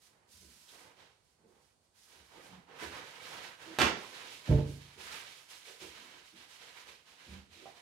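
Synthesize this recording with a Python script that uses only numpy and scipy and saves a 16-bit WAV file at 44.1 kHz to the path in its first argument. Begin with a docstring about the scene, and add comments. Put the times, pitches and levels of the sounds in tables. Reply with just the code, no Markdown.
"""Workshop, in order of time: a faint steady hiss throughout; a jacket and sleeves swish (coloured snap trains).
Soft low bumps and rubs (swelling noise) are scattered throughout; a paper towel roll is turned, a sheet pulled.
At 3.8 s the sheet rips off: a noise burst, bridges breaking in a row, flapping. The sheet is gathered.
At 4.5 s the roll thumps onto the bench (soft pushes ring modes); folding goes on, then a wad wipes a chainsaw.
At 7.7 s the saw's plastic clacks (impulses ring modes). Bare walls return every sound but the hiss."""
import sys
import numpy as np
from scipy import signal
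from scipy.fft import rfft, irfft, next_fast_len
from scipy.io import wavfile

SR = 44100
rng = np.random.default_rng(int(sys.argv[2]) if len(sys.argv) > 2 else 0)


def persist_wave(psi):
    """Save psi, clipped to +-1, as 16-bit WAV."""
    counts = np.round(np.clip(psi, -1, 1) * 32767).astype(np.int16)
    wavfile.write(sys.argv[1], SR, np.atleast_2d(counts).T)


N = 344421
T = np.arange(N) / SR  # s


def amp(db):
    """Decibels to gain."""
    return 10 ** (np.asarray(db) / 20)


def evened(x):
    """Scales to rms 1."""
    return x / np.sqrt(np.mean(x ** 2) + 1e-20)


def read(points, hz):
    """Reads a table along a log-frequency axis."""
    f, value = np.transpose(points)
    return np.interp(np.log(hz + 1), np.log(f), value)


def level(rows, column):
    """One dB column as a gain per sample, interpolated in dB, silent outside the table."""
    rows = np.array(rows)
    return amp(np.interp(T, rows[:, 0], rows[:, column], -np.inf, -np.inf))


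def add(mix, start_s, sound):
    """Lays a sound into the mix at a time."""
    part = mix[round(start_s * SR):][:len(sound)]
    part += sound[:len(part)]


def colour(x, spectrum):
    """Minimum-phase filter of energy 1: clicks keep their sharp front."""
    hz = abs(np.fft.fftfreq(4096, 1 / SR))
    log_gain = np.log(amp(read(spectrum, hz)))
    response = np.exp(np.conj(signal.hilbert(log_gain)))
    taps = np.fft.ifft(response).real[:2048]
    return signal.oaconvolve(x, taps / np.linalg.norm(taps))[:N]


def snaps(per_s, spread_db):
    """Random train of tiny snaps at rms 1, most small and a few large."""
    chance, luck = rng.random((2, N))
    at = np.flatnonzero(chance < per_s / SR)
    luck = 2 * luck[at] - 1
    size_db = spread_db * np.minimum(-np.log(abs(luck)), 4)
    train = np.zeros(N)
    train[at] = np.sign(luck) * amp(size_db)
    return evened(train)


# left-right correlation: f/Hz, correlation/1
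LIKENESS = [(60, 0.6), (130, 0.75), (290, 0.68), (640, 0.29), (1400, 0), (3000, 0.074), (7000, 0),
            (15000, 0)]


def pair(two):
    """Two unrelated signals become two ports: alike in the bass, unlike in the treble."""
    length = two.shape[1]
    size = next_fast_len(length)
    a, b = rfft(two, size)
    likeness = read(LIKENESS, np.fft.rfftfreq(size, 1 / SR))
    angle = np.arccos(np.clip(likeness, -1, 1)) / 2
    common, opposed = np.cos(angle) * a, np.sin(angle) * b
    return irfft([common + opposed, common - opposed], size)[:, :length]


# reverberation: f/Hz, t60/s
ROOM_T60_S = [(80, 0.32), (300, 0.53), (1000, 0.46), (3000, 0.39), (6000, 0.45), (10000, 0.26),
              (16000, 0.22)]


def room(x, wet_db, early_db=-3, early_s=0.0082):
    """Direct sound, quick reflections off bench and wall, and a tail decaying at its own rate per frequency."""
    t = T[:SR // 2]
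    signs = rng.choice([-1., 1.], (2, len(t)))
    taps = signs * (rng.random((2, len(t))) < 4000 / SR) * (t > .001)  # 4000 echoes/s after 1 ms
    hz, frame_s, z = signal.stft(taps, SR, nperseg=256)
    decay = amp(-60 * frame_s / read(ROOM_T60_S, hz)[:, None])
    tail = signal.istft(z * decay, SR, nperseg=256)[1][:, :len(t)]
    tail = pair(tail * (1 + amp(early_db) * np.exp(-t / early_s)))
    tail = evened(tail) / np.sqrt(len(t))  # energy 1
    echoes = signal.fftconvolve(x[None], tail, axes=1)[:, :len(x)]
    return (x + amp(wet_db) * echoes) / np.hypot(1, amp(wet_db))


# hiss: f/Hz, relative density/dB per Hz
AIR = [(20, 6.5), (45, 0), (75, 4.5), (130, 0), (300, -4), (800, -5.5), (2000, -17), (4100, -13.5),
       (4500, -9), (4900, -14.5), (9800, -14.5), (11000, -25.5), (16000, -34)]


def air(left_db=-77.0, right_db=-72.5):
    """Steady coloured noise, partly common to both ports, stronger at the right."""
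    noises = np.array([colour(noise, AIR) for noise in rng.standard_normal((2, N))])
    return amp([[left_db], [right_db]]) * pair(noises)


def moving(x, spectrum, wet_db, diffuse_db=0, fade_s=0.036):
    """A moving hand: some echo paths stay fixed, the rest keep changing and blur into a trailing wash."""
    energy = signal.lfilter([1], [1, -np.exp(-1 / (fade_s * SR))], x ** 2)
    noises = rng.standard_normal((2, N))
    wash = pair(np.array([colour(noise * np.sqrt(energy), spectrum) for noise in noises]))
    fixed = room(colour(x, spectrum), wet_db)
    return evened(evened(fixed) + amp(diffuse_db) * evened(wash))


# layer response to movement brightness, per layer: dB per dB
TILT = {"cloth": -0.78, "folds": -0.46, "creases": 0.066, "fibres": 0.71}


def movements(rows, attack_s, release_s, cloth_db, folds_db, creases_db, fibres_db):
    """Each movement swells, holds and dies away; returns the summed power per layer."""
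    shares = {"cloth": cloth_db, "folds": folds_db, "creases": creases_db, "fibres": fibres_db}
    power = {layer: np.zeros(N) for layer in shares}
    for start_s, length_s, db, bright_db in rows:
        span = (T > start_s) & (T < start_s + length_s + 1)
        t = T[span] - start_s
        effort = np.minimum(t / attack_s, 1) * np.exp(-np.maximum(t - length_s, 0) / release_s)
        for layer, share_db in shares.items():
            gain = amp(db + share_db + TILT[layer] * bright_db)
            power[layer][span] += (effort * gain) ** 2
    return power


# layer colours: f/Hz, relative density/dB per Hz
FOLDS = [(150, -27), (500, -14), (800, -4.5), (1100, -2), (1700, 1.5), (2300, -4), (3200, -8),
         (5000, -26.5), (10000, -36.5)]
CREASES = [(600, -38), (1500, -11), (2300, -1), (2900, -0.5), (3900, -1), (5200, -7.5), (7000, -12.5),
           (10000, -28), (16000, -46)]
FIBRES = [(1000, -29), (3000, -3), (5000, 2), (7500, -1.5), (10000, -2.5), (12700, -7.5), (13600, -13.5),
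          (16000, -18)]
CLOTH = [(30, -6), (70, -9.5), (130, -2), (200, -2.5), (350, 2), (550, 2.5), (850, 4), (1300, -6.5),
         (2200, -9.5), (5000, -34)]
# movements: start t/s, length/s, relative level/dB, brightness/dB
# jacket over itself; sleeves swinging; roll turned and sheet pulled; freed sheet folded; wad on saw
SLIDES = [(-0.05, 0.12, -69, -1.5), (0.27, 0.19, -69.5, 4), (0.45, .39, -68, -0.5), (0.665, 0.024, -60, -4),
          (1.2, 0.13, -81.5, -4), (1.44, 0.2, -83.5, 0), (1.58, .12, -79.5, -4), (1.8, 0.045, -79, -4),
          (1.93, 0.11, -70, -0.5), (2.03, .15, -67.5, -7), (2.2, 0.22, -69, -8.5),
          (2.39, 0.086, -67.5, -1.5)]
SWINGS = [(0.07, 0.2, -84, -13), (0.69, 0.18, -66, -3), (0.8, .07, -70.5, -4), (0.945, 0.084, -64, 0.5),
          (1.35, 0.26, -91, -19), (1.49, 0.076, -84.5, -14), (2.075, 0.13, -65, 5.5),
          (2.29, 0.12, -63.5, -6), (2.41, 0.14, -63, -1.5)]
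PULLS = [(2.66, 0.066, -66.5, -11.5), (2.715, .07, -61, -5), (2.775, 0.06, -49.5, 0.5),
         (2.89, .1, -53.5, -5), (3.02, 0.17, -59, -1), (3.19, 0.11, -54.5, 0.5), (3.28, 0.1, -53.5, -3),
         (3.39, 0.052, -52.5, -0.5), (3.575, 0.19, -57.5, -1)]
CRUMPLES = [(3.945, 0.19, -55, -4), (4.11, .17, -53.5, -6), (4.29, 0.038, -55, 2),
            (4.435, 0.087, -52.5, -5), (4.645, 0.091, -64, 9), (4.78, .17, -63, -2),
            (4.972, 0.16, -52.5, -0.5), (5.09, 0.043, -49, -1.5), (5.23, 0.1, -60, -1.5),
            (5.34, 0.028, -62.5, 5.5), (5.475, .06, -56, 3.5), (5.635, 0.059, -56, 2),
            (5.785, 0.05, -53, 0.5)]
WIPES = [(5.91, 0.15, -59.5, -2), (6.06, 0.13, -62, -3.5), (6.22, 0.074, -64.5, 2),
         (6.335, 0.099, -60.5, -2), (6.465, 0.099, -61, 2), (6.575, 0.12, -58.5, -2),
         (6.73, 0.083, -58.5, -1.5), (6.85, 0.039, -56.5, -1), (7.045, 0.097, -63.5, -1),
         (7.165, 0.18, -62, -3.5), (7.28, 0.059, -61, -3), (7.49, 0.15, -62, -1), (7.63, 0.08, -64, -3),
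         (7.73, 0.065, -63, 0)]


def rustle():
    """Folds bend, creases buckle, fibres hiss as they slide, cloth swishes; each movement kind has its blend."""
    layers = {
        "folds": moving(snaps(per_s=520, spread_db=4.5), FOLDS, wet_db=8.0, diffuse_db=-6.0),
        "creases": moving(snaps(per_s=600, spread_db=2.5), CREASES, wet_db=5.5, diffuse_db=1.0),
        "fibres": moving(snaps(per_s=2000, spread_db=4.5), FIBRES, wet_db=3.5, diffuse_db=4.0),
        "cloth": moving(snaps(per_s=3000, spread_db=5.0), CLOTH, wet_db=16, diffuse_db=-3.5),
    }
    kinds = [
        movements(SLIDES, attack_s=0.058, release_s=0.053,
                  cloth_db=-13, folds_db=-3.5, creases_db=-4, fibres_db=5.5),
        movements(SWINGS, attack_s=0.057, release_s=0.086,
                  cloth_db=0.5, folds_db=-1.0, creases_db=-0.5, fibres_db=-8.5),
        movements(PULLS, attack_s=0.052, release_s=0.081,
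                  cloth_db=-2.0, folds_db=2.5, creases_db=1.5, fibres_db=-4.0),
        movements(CRUMPLES, attack_s=0.036, release_s=0.12,
                  cloth_db=-9.5, folds_db=-2.5, creases_db=1.5, fibres_db=-3),
        movements(WIPES, attack_s=0.042, release_s=0.083,
                  cloth_db=-8.0, folds_db=-2.0, creases_db=2.0, fibres_db=-3.5),
    ]
    out = 0
    for layer, sound in layers.items():
        out = out + sound * np.sqrt(sum(power[layer] for power in kinds))
    return out


def stroke(length_s, rise=0.31):
    """Envelope that peaks at 1 after rise * length and is down about 18 dB at the length."""
    u = T[:SR // 2] / (rise * length_s)
    return (u * np.exp(1 - u)) ** 2


# bumps: t/s, relative level/dB, length/s
NUDGES = [(0.31, -66.5, 0.11), (0.413, -64, 0.1), (2.152, -70, 0.12), (2.536, -60, 0.028),
          (2.805, -56.5, 0.14), (4.934, -61, 0.22), (5.806, -63, 0.14), (6.354, -76, 0.093),
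          (6.84, -73, 0.075), (7.257, -51, 0.099), (7.3, -54.5, 0.12), (7.468, -64.5, 0.13)]
# bump colour: f/Hz, relative density/dB per Hz
BOOM = [(30, -9), (55, -6), (76, 10.5), (105, -15), (145, -4), (200, -3), (290, -19), (450, -15.5),
        (1000, -39), (4000, -56)]


def nudges():
    """Shifting weight and leaning on the bench make soft, low bumps of noise."""
    weight = np.zeros(N)
    for start_s, db, length_s in NUDGES:
        add(weight, start_s, amp(db) * stroke(length_s))
    return room(colour(weight * rng.standard_normal(N), BOOM), wet_db=-3.5)


# short rubs, mostly low, one bright: t/s, level/dB, f/Hz, length/s
RUBS = [(0.353, -69, 209, 0.27), (0.398, -69.5, 375, 0.11), (0.675, -60, 3500, 0.057),
        (1.388, -70, 196, 0.15), (1.423, -65, 410, 0.12), (2.148, -66, 392, 0.037),
        (2.348, -60.5, 360, 0.082), (2.46, -59.5, 174, 0.19), (2.814, -42.5, 324, 0.055),
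        (3.15, -85, 156, 0.7), (3.651, -50.5, 342, 0.11), (4.956, -56.5, 433, 0.077),
        (5.661, -57, 480, 0.095), (5.798, -51.5, 375, 0.082), (5.96, -64.5, 250, 0.2),
        (6.112, -64.5, 326, 0.11), (6.322, -60.5, 266, 0.066), (6.861, -62.5, 444, 0.07),
        (7.303, -58, 275, 0.084), (7.548, -62, 290, 0.15), (7.607, -58.5, 430, 0.096)]


def rubs(width=0.28):
    """Short rubs of noise, each swelling around one broad pitch, mostly low, one bright."""
    out = np.zeros(N)
    for start_s, db, hz, length_s in RUBS:
        noise = rng.standard_normal(SR // 2)
        for q in (1 / width, 1):
            noise = signal.lfilter(*signal.iirpeak(hz, q, SR), noise)
        swell = stroke(length_s)
        noise_rms = np.sqrt(np.average(noise ** 2, weights=swell ** 2))
        add(out, start_s, amp(db) * swell * noise / noise_rms)
    return room(out, wet_db=-0.5)


# tear crossing the sheet: t/s, relative fibre level/dB, relative flap level/dB
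RIP = [(3.787, -18, -46), (3.793, -31, -40), (3.803, -27, -50), (3.819, -25.5, -25.5), (3.835, -35, -28.5),
       (3.86, -35, -37.5), (3.885, -39, -44), (3.905, -58, -66)]
# taut edge giving way: t/s, relative level/dB, decay time constant/s
EDGE_SNAP = (3.787, -17.5, 0.0016)
# tear and flap colours: f/Hz, relative density/dB per Hz
TEAR = [(50, -15), (120, -4), (300, -4), (600, -6), (950, -5), (1250, -3), (2000, -3.5), (2800, -4.5),
        (3600, -8), (5200, -13.5), (7000, -20), (10000, -26.5), (13000, -30), (16000, -49)]
FLAP = [(35, -16), (70, 4), (125, -3), (180, 2.5), (320, 1), (550, 3.5), (780, -1), (1300, -2),
        (2500, -4.5), (6000, -30)]


def rip(bridges_per_s=330, jitter=.35, uneven=0.33, fray_db=-4):
    """The taut edge snaps, perforation bridges break one after another, fibres fray, the sheet flaps."""
    gaps_s = np.maximum(1 + jitter * rng.standard_normal(100), .1) / bridges_per_s
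    at = np.ceil((RIP[0][0] + np.cumsum(gaps_s)) * SR).astype(int)
    breaks = np.zeros(N)
    breaks[at] = 1 + uneven * rng.uniform(-1.48, 1, len(at))
    breaks *= np.sqrt(SR / bridges_per_s)  # near rms 1 while they last
    fray = amp(fray_db) * snaps(per_s=6600, spread_db=4.5)
    tearing = (breaks + fray) * level(RIP, column=1)

    start_s, db, fade_s = EDGE_SNAP
    t = T[:SR // 50]
    burst = np.exp(-t / fade_s) * rng.choice([-1, 1], len(t))  # many fibres part at once
    add(tearing, start_s, amp(db) * burst)

    flap = colour(snaps(per_s=1400, spread_db=4) * level(RIP, column=2), FLAP)
    return amp(1.5) * room(colour(tearing, TEAR), wet_db=2.5) + amp(-1) * room(flap, wet_db=3.5)


def ring(push, modes):
    """A struck body answers with its dying modes."""
    t = T[:SR]
    answer = sum(amp(db - 60 * t / t60_s) * np.sin(2 * np.pi * hz * t) for hz, db, t60_s in modes)
    return signal.oaconvolve(push, answer)[:N]


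def struck(hits, modes):
    """Single-sample knocks ring a light body."""
    push = np.zeros(N)
    for start_s, db in hits:
        add(push, start_s, amp([db]))
    return ring(push, modes)


# roll landing: t/s, impulse level/dB, contact time/s
BLOWS = [(4.491, -27.5, 0.0033), (4.5066, -13.5, 0.01), (4.541, -15.5, 0.01), (4.561, -28.5, 0.0058)]
# bench modes: f/Hz, relative level/dB, t60/s
BENCH = [(61.5, -18, 0.51), (88.6, -14, 0.59), (114.5, -20.5, 0.59), (140.9, 8.5, 0.49), (173, -17, 0.71)]
# roll end scuffing: t/s, relative level/dB
SETTLING = [(4.478, -41), (4.492, -34.5), (4.513, -30), (4.533, -32), (4.55, -42.5), (4.578, -37.5),
            (4.587, -33), (4.598, -40.5), (4.63, -53)]
# roll and core colour: f/Hz, relative density/dB per Hz
CORE = [(70, 0), (130, -13), (195, 2.5), (245, 0.5), (295, -2.5), (380, -4), (450, -0.5), (550, -10.5),
        (618, -8), (690, -14), (1000, -19.5), (1600, -32), (4000, -48)]
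# cardboard core on bench: t/s, impulse level/dB
KNOCKS = [(4.5125, -31), (4.526, -34), (4.586, -41.5)]
# core modes: f/Hz, relative level/dB, t60/s
TUBE = [(290.6, -4, 0.29), (350, -5, 0.16), (442, -5.5, 0.19), (605, -3, 0.2), (750, -20, .08)]


def thump():
    """The roll lands on its rim and rocks flat: soft pushes ring the bench; the core scuffs, knocks, settles."""
    push = np.zeros(N)
    for start_s, db, contact_s in BLOWS:
        pulse = np.sin(np.pi * np.minimum(T[:SR // 20] / contact_s, 1)) ** 2
        add(push, start_s, amp(db) * pulse / pulse.sum())
    bench = room(ring(push, BENCH), wet_db=-14.5)
    scuff = colour(snaps(per_s=900, spread_db=0.5) * level(SETTLING, column=1), CORE)
    knocks = room(struck(KNOCKS, TUBE), wet_db=-7.0)
    return bench + amp(-1.0) * room(scuff, wet_db=4.5) + knocks


# saw rocking: t/s, impulse level/dB
CLACKS = [(7.6572, -44), (7.67, -48), (7.692, -63)]
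# housing modes: f/Hz, relative level/dB, t60/s
HOUSING = [(692, -5, 0.055), (766, 3.5, 0.024), (1100, -9, 0.014), (2400, -25, .008)]


def clacks():
    """The saw's plastic housing knocks as it rocks."""
    return room(struck(CLACKS, HOUSING), wet_db=1.5)


# port balance: f/Hz, left minus right/dB
BALANCE = [(60, -3.5), (110, -2.5), (200, -4), (380, -5), (700, -7), (2400, -7.5), (4400, -5.6),
           (9000, -7.5), (12000, -6), (15000, -24)]


def scene():
    """All sources, louder at the right port, over the hiss."""
    hiss = air()
    sound = rustle() + nudges() + rubs() + rip() + thump() + clacks()
    size = next_fast_len(N)
    ratio = amp(read(BALANCE, np.fft.rfftfreq(size, 1 / SR)))
    gains = 2 * np.array([ratio, np.ones_like(ratio)]) / (1 + ratio)
    placed = irfft(rfft(sound, size) * gains, size)[:, :N]
    return placed + hiss


def record(dry, low_cut_hz=46, high_cut_hz=15900):
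    """The microphone sheds the deepest bass; then the band limit."""
    highpass = signal.butter(4, low_cut_hz, "highpass", fs=SR, output="sos")
    thinned = signal.sosfilt(highpass, dry)
    lowpass = signal.firwin(511, high_cut_hz, window=("kaiser", 9), fs=SR)
    return signal.oaconvolve(thinned, lowpass[None], "same")


dry = scene()
out = record(dry)
persist_wave(out)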